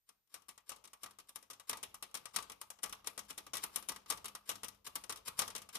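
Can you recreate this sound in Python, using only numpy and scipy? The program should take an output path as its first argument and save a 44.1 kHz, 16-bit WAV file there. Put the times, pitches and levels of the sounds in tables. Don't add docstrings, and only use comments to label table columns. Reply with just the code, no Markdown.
import sys
import numpy as np
from scipy import signal
from scipy.fft import rfft, irfft
from scipy.io import wavfile

SR = 44100
rng = np.random.default_rng(int(sys.argv[2]) if len(sys.argv) > 2 else 0)


def wav_record(signal):
    frames = np.transpose(np.atleast_2d(signal))
    bounded = np.clip(frames, -1, 1)
    quanta = np.round(bounded * 32767).astype(np.int16)
    wavfile.write(sys.argv[1], SR, quanta)


N = 254898

# clack time in seconds, its relative level in dB, its brightness in dB, scrape length in seconds,
# bounce level in dB, rebound delay after the clack in seconds, rebound level in dB,
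# pawl delay after the clack in seconds, pawl level in dB.
PRESS_EVENTS = [(0.3412, -47, 4, 0.049, -55, 0.02, -61.5, 0.079, -67),
                (0.693, -43, 7, 0.035, -55, 0.025, -51, 0.069, -58),
                (1.033, -42.5, 6.5, 0.028, -48.5, 0.027, -51, 0.076, -59),
                (1.358, -45, 6, 0.011, -53, 0.022, -79, .068, -58),
                (1.695, -32.5, 5.5, 0.025, -47, 0.035, -42, 0.076, -49),
                (2.025, -41, 3, 0.0012, -54, 0.011, -55.5, 0.087, -64),
                (2.3611, -31, 3.5, 0.03, -44, 0.025, -45, 0.064, -49.5),
                (2.8318, -37.5, 8, 0.01, -38, .027, -48.5, 0.063, -51.5),
                (3.3784, -40.5, 4.5, 0.006, -52, 0.024, -67, .087, -56),
                (3.7593, -35, 4.5, 0.06, -52, 0.023, -52.5, 0.066, -52.5),
                (3.887, -36.5, 4.5, 0.0092, -37.5, 0.032, -48, .074, -52.5),
                (4.101, -34, 7.5, 0.034, -37.5, .022, -42, 0.073, -51.5),
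                (4.4918, -33, 4, 0.041, -42.5, .022, -46, 0.063, -50),
                (4.955, -38, 6.5, 0.0067, -44, .025, -66, 0.083, -48),
                (5.3913, -28, 3, 0.024, -35.5, 0.027, -37, 0.087, -43)]
# catch time in seconds, relative level in dB, brightness in dB, length of the slide before it
# in seconds, slide level in dB before the gain shared by all scrapes.
CATCH_EVENTS = [(0.0906, -58.5, 2, 0.029, -71.5), (1.292, -52.5, 6, 0.023, -56.5),
                (2.6140, -44, 7, 0.01, -56), (3.0717, -37.5, 4.5, 0.013, -43),
                (3.3062, -44.5, 4, 0.024, -45.5), (3.6379, -36, 9.5, 0.021, -41),
                (4.873, -47.5, 6, 0.029, -43), (5.2814, -39.5, 4.5, 0.033, -40.5),
                (5.754, -38.5, 0.5, .028, -44)]
# frequency in Hz, left-over-right level in dB, likeness of the sides from -1 to 1.
STEREO_IMAGE = [(60, 0, .98), (150, 0, .92), (300, 1, .1), (550, 4.5, -.1), (1150, 3, .35), (2700, 3, .05),
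                (6400, 6.5, .05), (8200, 11, .05), (9600, 13, .05), (12000, 2, .1), (14500, -1.5, .1)]

EDGES = np.geomspace(36, 15500, 28)
CENTRES = np.sqrt(EDGES[1:] * EDGES[:-1])
BANDS = [signal.butter(2, edge, "band", fs=SR, output="sos") for edge in zip(EDGES, EDGES[1:])]
AGE = np.arange(int(.7 * SR)) / SR
SIDES = np.array([[1], [-1]])


def from_db(db):
    return 10 ** (np.asarray(db) / 20)


def at_hz(table, hz):
    points, *columns = np.transpose(table)
    return np.squeeze([np.interp(np.log(hz), np.log(points), c) for c in columns])


def decay(t60):
    return np.exp(-np.log(1000) * AGE / t60)


def band_gains(spectrum):
    gain = from_db(at_hz(spectrum, CENTRES)) * np.sqrt(np.diff(EDGES))
    return gain / np.linalg.norm(gain)


def pan(left_db):
    gain = from_db(SIDES * left_db / 2)
    return gain / np.sqrt(np.mean(gain ** 2))


def background(hiss_db=-88.5, whine_db=-91.5, whine_hz=12000):
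    # frequency in Hz, relative hiss density in dB per Hz.
    hiss_spectrum = [(30, 11), (90, 11), (300, 0.5), (1000, 1), (14000, -1)]
    hz = np.maximum(np.fft.rfftfreq(N, 1 / SR), 1)
    white = rng.standard_normal((2, N))
    hiss = irfft(rfft(white) * from_db(at_hz(hiss_spectrum, hz)), N)
    whine = np.sqrt(2) * np.sin(2 * np.pi * whine_hz * np.arange(N) / SR)
    return from_db(hiss_db) * hiss / hiss.std() + from_db(whine_db) * whine


def contacts(bounce_s=.006):
    # thump time in seconds, level in dB, snap delay after the thump in seconds, snap level in dB,
    # settling delay after the thump in seconds, settling level in dB.
    releases = [(0.484, -55, 0.0053, -49, 0.025, -63), (0.84, -55.5, 0.012, -55.5, 0.035, -60),
                (1.1866, -53.5, 0.013, -55, .032, -83), (1.5008, -48.5, 0.0075, -49.5, 0.031, -52.5),
                (1.829, -45.5, 0.0046, -40.5, .030, -74), (2.1427, -42, 0.0078, -39.5, .030, -49),
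                (2.4975, -46, 0.011, -77, 0.021, -49.5), (3.1773, -42.5, 0.014, -43.5, 0.073, -66),
                (3.5337, -39, .006, -37.5, .035, -38), (4.2441, -46, .012, -40, 0.037, -48),
                (4.6329, -41.5, .011, -42.5, .050, -47.5), (5.0947, -39, 0.0074, -42.5, .029, -41),
                (5.551, -41.5, 0.0093, -42.5, 0.028, -46)]
    # time in seconds, level in dB, brightness in dB.
    landings = [(0.5776, -55.5, 1), (0.9322, -51, 4), (1.5977, -52, 2.5), (1.943, -48.5, 5),
                (2.2554, -46, -2), (2.7022, -46.5, 6), (2.9256, -42, 1.5), (3.961, -52.5, -5),
                (4.3506, -42.5, 3.5), (5.5028, -50.5, -3), (5.6891, -52, 0)]
    # time in seconds, level in dB.
    touches = [(0.3155, -83), (2.3422, -57), (2.7876, -64), (3.044, -59), (3.4661, -56.5), (4.06, -61.5)]
    # time in seconds, level in dB.
    link_ticks = [(0.274, -81), (3.5527, -40.5), (4.7464, -68), (5.1591, -50), (5.1727, -52.5),
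                  (5.618, -50.5)]
    # thud dB, knock dB
    clack, catch, landing = (-12.5, -3), (-20, -0.71), (-45, 3)
    bounce, rebound, pawl = (0.5, -1.2, 0), (-17, 6.9, -3), (-0.78, 0, 3)
    thump, snap, tick, touch = (1, 1.95, 0.67), (-10, -4, 2.04), (-24, -3, 1.5), (13, 8, -8)
    rows = []
    for s, db, bright_db, _, bounce_db, rebound_s, rebound_db, pawl_s, pawl_db in PRESS_EVENTS:
        rows += [(s, db, *clack, bright_db), (s + bounce_s, bounce_db, *bounce),
                 (s + rebound_s, rebound_db, *rebound), (s + pawl_s, pawl_db, *pawl)]
    for s, db, snap_s, snap_db, settle_s, settle_db in releases:
        rows += [(s, db, *thump), (s + snap_s, snap_db, *snap), (s + settle_s, settle_db, *tick)]
    rows += [(s, db, *catch, bright_db) for s, db, bright_db, _, _ in CATCH_EVENTS]
    rows += [(s, db, *landing, bright_db) for s, db, bright_db in landings]
    rows += [(s, db, *touch) for s, db in touches]
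    rows += [(s, db, *tick) for s, db in link_ticks]
    return np.array(rows)


def ticks(per_s, uneven_db):
    size = from_db(uneven_db * np.clip(rng.standard_normal(N), -2, 2)) * rng.choice([-1, 1], N)
    return size * (rng.random(N) < per_s / SR)


def scraping(per_s=1200, swell_db=18, level_db=-8, press_db=-15.5, usual_s=0.02):
    slides = []
    for s, db, _, length, *_ in PRESS_EVENTS:
        slides.append((s, length, from_db(db + press_db) * np.sqrt(usual_s / length)))
    slides += [(s, length, from_db(db)) for s, _, _, length, db in CATCH_EVENTS]
    t, force = np.arange(N) / SR, np.zeros(N)
    for end, length, load in slides:
        during = (t >= end - length) & (t < end)
        force[during] += load * from_db(level_db - swell_db * (end - t[during]) / length)
    return force * ticks(per_s, uneven_db=3.5)


def flutter(depth_db=1.5, step_s=.007):
    knots = np.arange(0, AGE[-1] + step_s, step_s)
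    return from_db(depth_db * np.interp(AGE, knots, rng.standard_normal(len(knots))))


def frame_response(grain, blow_s=0.0073, give_s=0.00044, crack_t60_s=.008, lag_s=.00035, lag_spread=.3):
    # frequency in Hz, relative density in dB per Hz.
    frame_spectrum = [(35, -4), (55, -3), (110, -4.5), (200, -1.5), (550, 1.5), (800, -0.5), (1150, 7),
                      (1550, -4), (3200, 4), (4200, -1), (5300, 3.5), (7500, -0.5), (9600, 2.5),
                      (12000, -1.5), (14500, -8.5)]
    # frequency in Hz, t60 in seconds.
    rattle_decay = [(60, 0.38), (300, 0.098), (1100, 0.086), (3000, 0.065), (9000, 0.035), (14000, 0.054)]
    # frequency in Hz, level over the rattle in dB.
    crack_height = [(100, 11.5), (1100, -7), (3000, -5), (9000, 3), (14000, -3)]
    # frequency in Hz, level relative to the rattle in dB, t60 in seconds.
    wash_decay = [(60, 5, 1), (250, -15.5, 0.71), (1100, -13.5, 0.4), (3570, -18.5, 0.37),
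                  (9100, -21.5, 0.27), (14700, -18.5, 0.27)]
    out, rattle = [], flutter()
    lag = round(lag_s * SR * (1 + lag_spread * rng.standard_normal()))
    for k, (hz, gain) in enumerate(zip(CENTRES, band_gains(frame_spectrum))):
        crack, mid, side = grain[k % 2]
        left_db, alike = at_hz(STEREO_IMAGE, hz)
        wash_db, wash_t60 = at_hz(wash_decay, hz)
        alike = np.clip(alike, -1, 1)
        body = (np.sqrt(1 + alike) * mid + np.sqrt(1 - alike) * side * SIDES) / np.sqrt(2)
        body = body * np.hypot(decay(at_hz(rattle_decay, hz)), from_db(wash_db) * decay(wash_t60))
        body = body * (1 - np.exp(-AGE / give_s))
        body = body * rattle * flutter()
        crack = crack * from_db(at_hz(crack_height, hz)) * decay(crack_t60_s)
        crack = np.array([crack, np.roll(crack, lag)])
        band = signal.sosfilt(BANDS[k], body + crack)
        burst_size = np.sqrt(np.sum(band ** 2, axis=1, keepdims=True) / (blow_s * SR))
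        out.append(gain * pan(left_db) * band / burst_size)
    return np.array(out)


def spot_responses(count=8, kinship=0.34):
    shared, *own = rng.standard_normal((count + 1, 2, 3, len(AGE)))
    kinship = np.clip(kinship, 0, 1)
    return [frame_response(np.sqrt(kinship) * shared + np.sqrt(1 - kinship) * grain) for grain in own]


def strengths(hz, thud_hz=350, knock_hz=850, bright_hz=7000):
    _, level_db, thud_db, knock_db, bright_db = contacts().T[:, :, None]
    thud = 1 / (1 + (hz / thud_hz) ** 4)
    knock = np.exp(-np.log2(hz / knock_hz) ** 4 / 2)
    bright = np.tanh(2 * np.log2(hz / bright_hz)) / 2 * (hz > 2 * knock_hz)
    return from_db(level_db + thud * thud_db + knock * knock_db + bright * bright_db)


def clatter(spots, level_db=1.0, colour_db=2.0):
    drive = strengths(CENTRES)
    drive = drive * from_db(level_db + colour_db * rng.standard_normal(drive.shape))
    spot = rng.integers(0, len(spots), len(drive))
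    out = np.zeros((len(drive), 2, len(AGE)))
    for k, response in enumerate(spots):
        out[spot == k] = np.tensordot(drive[spot == k], response, 1)
    return out


def ringing(count=8, level_db=0.0, scatter_db=2.2, limit_s=.13, spread=2.14, spread_hz=400, detune=0.0092):
    # frequency in Hz, relative level in dB, longest t60 in seconds before the friction limit.
    clear_modes = [(458, -35, 0.73), (525.5, -25, 0.14), (720, -23.5, 0.21), (885.3, -17.5, 0.29),
                   (913, -25.5, 0.3), (975, -53, 0.3), (1162.6, -10.5, 0.3), (1223.4, -12, 0.3),
                   (1934, -11.5, 0.28), (2684, -22.5, 0.12), (2914, -14.5, 0.12), (3290, -16, 0.08),
                   (3773, -11, 0.25), (5610, -8.5, 0.15), (6650, -10, .035), (7450, -20, 0.089),
                   (8760, -12, 0.07), (9160, -9.5, 0.09), (9830, -5.5, 0.18)]
    hz, mode_db, t60 = np.transpose(clear_modes)
    t60 = np.minimum(t60, limit_s / np.sqrt(hz / 10 ** 3))
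    chance = rng.standard_normal((len(contacts()), 2, len(hz)))
    fickle = hz / (hz + spread_hz)
    drive = strengths(hz) * from_db(level_db + mode_db + scatter_db * fickle * chance[:, 0])
    skew = spread * fickle * chance[:, 1]
    drive = drive[:, None] * pan(at_hz(STEREO_IMAGE, hz)[0]) * np.exp(.5j * SIDES * skew[:, None])
    position = rng.integers(0, count, len(drive))
    fade = decay(t60[:, None])
    out = np.zeros((len(drive), 2, len(AGE)))
    for k, shift in enumerate(rng.standard_normal((count, len(hz)))):
        phase = 2 * np.pi * np.outer(hz * (1 + detune * fickle * shift), AGE)
        struck = drive[position == k]
        in_phase = np.tensordot(struck.real, fade * np.sin(phase), 1)
        quadrature = np.tensordot(struck.imag, fade * np.cos(phase), 1)
        out[position == k] = in_phase + quadrature
    return out


def chatter(per_s=260, level_db=-17, settle_t60=0.096):
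    s, db = contacts().T[:2]
    jolts = np.bincount((s * SR).astype(int), from_db(db + level_db) ** 2, N)[:N]
    loss = from_db(-120 / (settle_t60 * SR))
    shake = signal.lfilter([1], [1, -loss], jolts + 1e-18)
    return np.sqrt(shake) * ticks(per_s, uneven_db=7.0)


def typewriter(wander_db=2.0):
    spots = spot_responses()
    out = np.zeros((2, N + len(AGE)))
    for row, sound in zip(contacts(), clatter(spots) + ringing()):
        start = int(row[0] * SR)
        out[:, start:start + len(AGE)] += sound * pan(wander_db * rng.standard_normal())
    for impacts, response in zip([scraping(), chatter()], spots):
        out[:, :-1] += signal.fftconvolve(impacts[None], response.sum(0), axes=1)
    return out[:, :N]


def desk(follow=0.88, usual_db=-40, scatter_db=0.5, heft=0.22):
    # frequency in Hz, level in dB for a contact at usual_db with average thud, t60 in seconds.
    desk_modes = [(49.7, -81.5, 1), (81.8, -88, 0.81), (101, -81.5, 0.64), (203.3, -77, 0.82),
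                  (283, -75, 0.38)]
    s, db, thud_db = contacts().T[:3]
    push_db = follow * (db - usual_db) + heft * (thud_db - thud_db.mean())
    out = np.zeros(N)
    for hz, mode_db, t60 in desk_modes:
        push = from_db(mode_db + push_db + scatter_db * rng.standard_normal(len(s)))
        pushes = np.bincount((s * SR).astype(int), push * rng.choice([-1, 1], len(s)), N)[:N]
        r, w = from_db(-60 / (t60 * SR)), 2 * np.pi * hz / SR
        out += signal.lfilter([0, np.sin(w)], [1, -2 * r * np.cos(w), r * r], pushes + 1e-18)
    return out


def scene():
    return typewriter() + desk() + background()


def record(dry):
    return signal.sosfilt(signal.ellip(10, .2, 70, 14450, fs=SR, output="sos"), dry)


dry = scene()
out = record(dry)
wav_record(out)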